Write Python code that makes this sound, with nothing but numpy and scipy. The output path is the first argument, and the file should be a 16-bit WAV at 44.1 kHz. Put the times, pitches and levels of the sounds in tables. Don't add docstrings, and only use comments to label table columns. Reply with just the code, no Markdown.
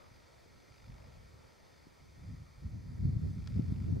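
import sys
import numpy as np
from scipy import signal
from scipy.fft import rfft, irfft, next_fast_len
from scipy.io import wavfile
from scipy.ndimage import uniform_filter1d, map_coordinates

SR = 44100
rng = np.random.default_rng(int(sys.argv[2]) if len(sys.argv) > 2 else 0)


def to_wav(sig):
    pcm = np.clip(np.atleast_2d(sig), -1, 1) * 32767
    pcm = np.round(pcm).astype(np.int16)
    wavfile.write(sys.argv[1], SR, pcm.T)


N = 176400


def amp(db):
    return 10 ** (np.asarray(db) / 20)


def unit(x):
    return x / np.sqrt(np.mean(x ** 2) + 1e-20)


def along(points, hz):
    freqs, values = np.transpose(points)
    return np.interp(np.log(hz + 1), np.log(freqs + 1), values)


def colour(points):
    return lambda hz: amp(along(points, hz))


def clock():
    return np.arange(N) / SR


def curve(rows):
    return np.interp(clock(), *np.transpose(rows))


def wobble(rate):
    return map_coordinates(rng.standard_normal(int(N * rate / SR) + 4), [clock() * rate])


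def filtered(x, response):
    size = next_fast_len(N + SR // 2)
    return irfft(rfft(x, size) * response(np.fft.rfftfreq(size, 1 / SR)), size)[..., :N]


def rush(gain, alike, patchy_db=0):
    spectrogram = signal.stft(rng.standard_normal((2, N)), nperseg=512)[2]
    patches = uniform_filter1d(rng.standard_normal(spectrogram.shape[1:]), size=4, axis=0)
    patches = unit(uniform_filter1d(patches, size=20, axis=1))
    pair = signal.istft(spectrogram * amp(patchy_db * patches), nperseg=512)[1][:, :N]
    spread = lambda hz: np.arccos(np.clip(along(alike, hz), -1, 1)) / 2
    mid, side = filtered(pair, lambda hz: gain(hz) * np.array([np.cos(spread(hz)), np.sin(spread(hz))]))
    return unit(np.array([mid + side, mid - side]))


def steadied(x, size=1800):
    power = uniform_filter1d(np.mean(x ** 2, axis=0), size)
    return x / np.sqrt(np.abs(power) + 1e-6)


def buffeting():
    # (time [s], level [dB])
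    wind_level = [(0.0, -77), (0.13, -62.5), (0.15, -65), (0.69, -67.5), (0.71, -64), (0.77, -66),
                  (0.9, -49), (0.99, -54.5), (1.24, -55), (1.68, -73.5), (1.88, -64), (1.97, -69),
                  (2.03, -56.5), (2.06, -65), (2.26, -47.5), (2.29, -42), (2.54, -60.5), (2.67, -38.5),
                  (2.7, -49.5), (2.74, -39), (2.82, -45.5), (2.94, -42), (2.97, -44), (3.06, -29.5),
                  (3.13, -34.5), (3.17, -34), (3.21, -42.5), (3.24, -31.5), (3.35, -42.5), (3.38, -35),
                  (3.43, -44.5), (3.52, -37.5), (3.58, -32), (3.65, -38.5), (3.72, -32), (3.74, -42),
                  (3.78, -35.5), (3.9, -37), (3.92, -32.5), (4.0, -37)]
    # (frequency [Hz], level [dB])
    strong_spectrum = [(20, -43), (35, -29), (50, -11.5), (65, -3), (95, 1), (150, -5.5), (210, -13.5),
                       (300, -29), (450, -43.5), (900, -73), (2000, -100)]
    light_spectrum = [(20, -24.5), (35, -8), (55, 1.5), (100, 0), (160, -8.5), (220, -19), (300, -23.5),
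                      (600, -59), (2000, -100)]
    # (frequency [Hz], level [dB])
    flutter_spectrum = [(40, -28), (90, -7.5), (160, 4), (240, -1.5), (320, -11.5), (430, -24.5),
                        (700, -44), (1200, -65), (3000, -100)]
    tear_spectrum = [(60, -13), (180, -2.5), (300, -4.5), (400, -4), (520, -10.5), (700, -17),
                     (1200, -36.5), (2000, -40), (4000, -86)]
    # (time [s], level [dB])
    tear_level = [(2.2, -91), (2.95, -64), (3.06, -54.5), (3.13, -52), (3.19, -67), (3.25, -52),
                  (3.32, -75), (3.53, -70), (3.565, -50), (3.595, -39.5), (3.63, -57), (3.69, -56),
                  (3.725, -57), (3.77, -61), (3.85, -58), (3.89, -44), (3.945, -56), (3.972, -40.5),
                  (4, -65)]
    light_below_db, blend_db, gust_db = -44.5, 1.5, -36
    wind_db = curve(wind_level)
    strong_share = (1 + np.tanh((wind_db - light_below_db) / blend_db)) / 2
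    rumble_alike = [(60, 1.0), (250, 0.48)]
    strong = np.sqrt(strong_share) * rush(colour(strong_spectrum), rumble_alike)
    light = np.sqrt(1 - strong_share) * rush(colour(light_spectrum), rumble_alike)
    rumble = steadied(strong + light) * amp(wind_db - 1.4 + 1.77 * wobble(35))
    flutter_db = gust_db - 9 + 1.3 * (wind_db - gust_db)
    flutter = steadied(rush(colour(flutter_spectrum), alike=[(100, -0.3), (250, -0.25), (500, -0.4)]))
    flutter *= amp(flutter_db + 2 * wobble(45))
    tear = rush(colour(tear_spectrum), alike=[(200, -0.2), (500, -0.92)])
    tear *= amp(curve(tear_level) + 1.7 * wobble(76))
    return rumble + flutter + tear


def air():
    # (time [s], level [dB])
    air_level = [(0, -61), (.3, -62.5), (.65, -63.5), (1.05, -60.5), (1.4, -63.5), (1.65, -61),
                 (2.1, -64.5), (2.8, -63.5), (3.3, -64.5), (4, -62)]
    # (frequency [Hz], level [dB])
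    air_spectrum = [(20, -3.5), (35, -4.5), (60, 5), (130, 0), (250, -3), (500, -4.5), (700, -7.5),
                    (920, -14), (1150, -11), (1350, -13.5), (1600, -14.5), (2300, -29.5), (3000, -28),
                    (6000, -50)]
    # (frequency [Hz], left-right likeness [-1 to 1])
    air_alike = [(60, -0.55), (230, -0.45), (400, -0.43), (800, -0.13), (1500, -0.32), (3000, 0.34)]
    # (centre [Hz], half-width [Hz], level against the air [dB])
    hollows = [(545, 92, -14), (916, 98, -13)]
    hollow_swing_db = 2.4
    air_db = curve(air_level)
    out = rush(colour(air_spectrum), air_alike, patchy_db=1.9)
    for hz, width, db in hollows:
        band = rush(lambda f: 1 / (1 + ((f - hz) / width) ** 2), alike=[(700, -0.073)])
        swell = unit(amp(air_db - air_db.mean() + hollow_swing_db * wobble(9)))
        out += amp(db) * swell * band
    return amp(air_db + 0.49 * wobble(8)) * out


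def camera_whirr():
    # (centre [Hz], half-width [Hz], relative level [dB])
    modes = [(1318, 62, 4), (1865, 69, 4), (2110, 175, 0), (2270, 180, 0), (3190, 33, -5.5),
             (3580, 150, -5), (4410, 152, -0.5), (4877, 115, 1), (5350, 540, -9.5), (6080, 194, -3.5),
             (6980, 550, -13)]
    whirr_db = -71.5
    power = lambda f: sum(amp(2 * db) / (1 + ((f - hz) / width) ** 2) ** 2 for hz, width, db in modes)
    level = amp(whirr_db + 0.34 * wobble(12))
    alike = [(1300, 0.52), (2300, 0.84), (4400, 0.98)]
    return level * rush(lambda f: np.sqrt(power(f)), alike, patchy_db=1.2)


def camera_hiss():
    # (time [s], level [dB])
    broad_level = [(0, -72), (1, -72), (2, -72.5), (2.8, -72.5), (3.3, -70.5), (4, -70.5)]
    band_level = [(0, -80.5), (1, -80.5), (1.9, -80), (2.5, -83), (3.2, -93), (3.4, -82), (4, -81)]
    # (frequency [Hz], level [dB])
    broad_spectrum = [(100, 1), (1000, 2.5), (2400, 2), (2800, -6.5), (3300, -3.5), (4500, 1.5), (7000, -5),
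                      (9000, -6), (12000, -10.5), (15600, -12.5)]
    band_spectrum = [(1200, -25), (2400, 0.5), (2800, -3.5), (3500, 0), (4200, -5.5), (6000, -32)]
    # (frequency [Hz], left-right likeness [-1 to 1])
    hiss_alike = [(1000, 0.34), (4400, .85), (8000, 0.59), (15000, 0.32)]
    whine_hz, whine_db = 12500, -98
    broad_db = curve(broad_level) + 0.25 * wobble(11)
    broad = amp(broad_db) * rush(colour(broad_spectrum), hiss_alike, patchy_db=1.0)
    band = amp(curve(band_level)) * rush(colour(band_spectrum), hiss_alike)
    whine = amp(whine_db) * np.sin(2 * np.pi * whine_hz * clock())
    return broad + band + whine


def motor_buzz():
    # (start [s], end [s], level [dB])
    spells = [(0, 0.25, -74.5), (0.256, 0.708, -79), (0.713, 1.07, -72.5), (1.07, 1.2, -76),
              (1.39, 1.869, -78), (3.37, 3.903, -71.5)]
    # (frequency [Hz], level [dB])
    step_spectrum = [(300, -29), (900, -0.5), (1150, -13), (1370, 10.5), (1620, -28), (1870, 0.5),
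                     (2400, 3.5), (2950, -10), (3600, -2), (4100, -15), (4550, -8), (4900, 0), (5300, -3.5),
                     (5700, -16), (6150, -7.5), (6500, -27), (8000, -23), (15000, -42)]
    step_hz, first_step_s, rise_s, decay_s = 50, 0.0015, 0.00066, 0.002
    t = clock()
    age = (t - first_step_s) % (1 / step_hz)
    steps = unit((1 - np.exp(-age / rise_s)) * np.exp(-age / decay_s))
    running = sum(amp(db) * ((t >= start) & (t < end)) for start, end, db in spells)
    return running * steps * rush(colour(step_spectrum), alike=[(1000, 0.31), (3000, 1.0)])


def eddies():
    # (time [s], peak [dB], centre [Hz], left over right [dB])
    hits = [(.118, -50.5, 119, 2), (0.462, -55, 303, -1), (0.714, -53, 89, -5), (.899, -40, 118, 0),
            (.941, -48, 95, 0), (1.173, -48, 92.5, -8), (1.345, -50.5, 79, 0), (1.452, -54.5, 88.5, 0),
            (1.870, -46, 243, 6), (2.025, -48, 80, -2), (2.421, -41, 90.5, 0), (3.056, -22, 87.5, -5),
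            (3.169, -26.5, 105, 5), (3.574, -30.5, 96.5, 4), (3.596, -24, 178, 12.5), (3.724, -25, 157, -3),
            (3.927, -22, 118, 8.5)]
    port_lag_s = 0.0007
    sides = np.array([[1], [-1]])
    out = np.zeros((2, N))
    for at, db, hz, pan_db in hits:
        phase_squared = (np.pi * hz * (clock() - at - sides * port_lag_s / 2)) ** 2
        dip = (2 * phase_squared - 1) * np.exp(-np.minimum(phase_squared, 50))
        out += amp(db + sides * pan_db / 2) * dip
    return out


def tick():
    # (time [s], level before colouring [dB])
    contacts = [(3.474, -38), (3.4756, -41.5)]
    # (frequency [Hz], gain [dB])
    tick_spectrum = [(300, -24), (750, -7), (1200, 4.5), (2500, 0), (4000, 5), (7000, -4), (8500, -22),
                     (11000, -24), (15000, -40)]
    decay_s = 0.00092
    t = clock()
    envelope = sum(amp(db) * (t >= at) * np.exp(-np.abs(t - at) / decay_s) for at, db in contacts)
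    burst = envelope * rush(np.ones_like, alike=[(3000, 0.94)])
    return filtered(burst, colour(tick_spectrum))


def scene():
    return buffeting() + air() + camera_whirr() + camera_hiss() + motor_buzz() + eddies() + tick()


def record(dry):
    top_hz = 15700
    return filtered(dry, lambda hz: hz < top_hz)


dry = scene()
out = record(dry)
to_wav(out)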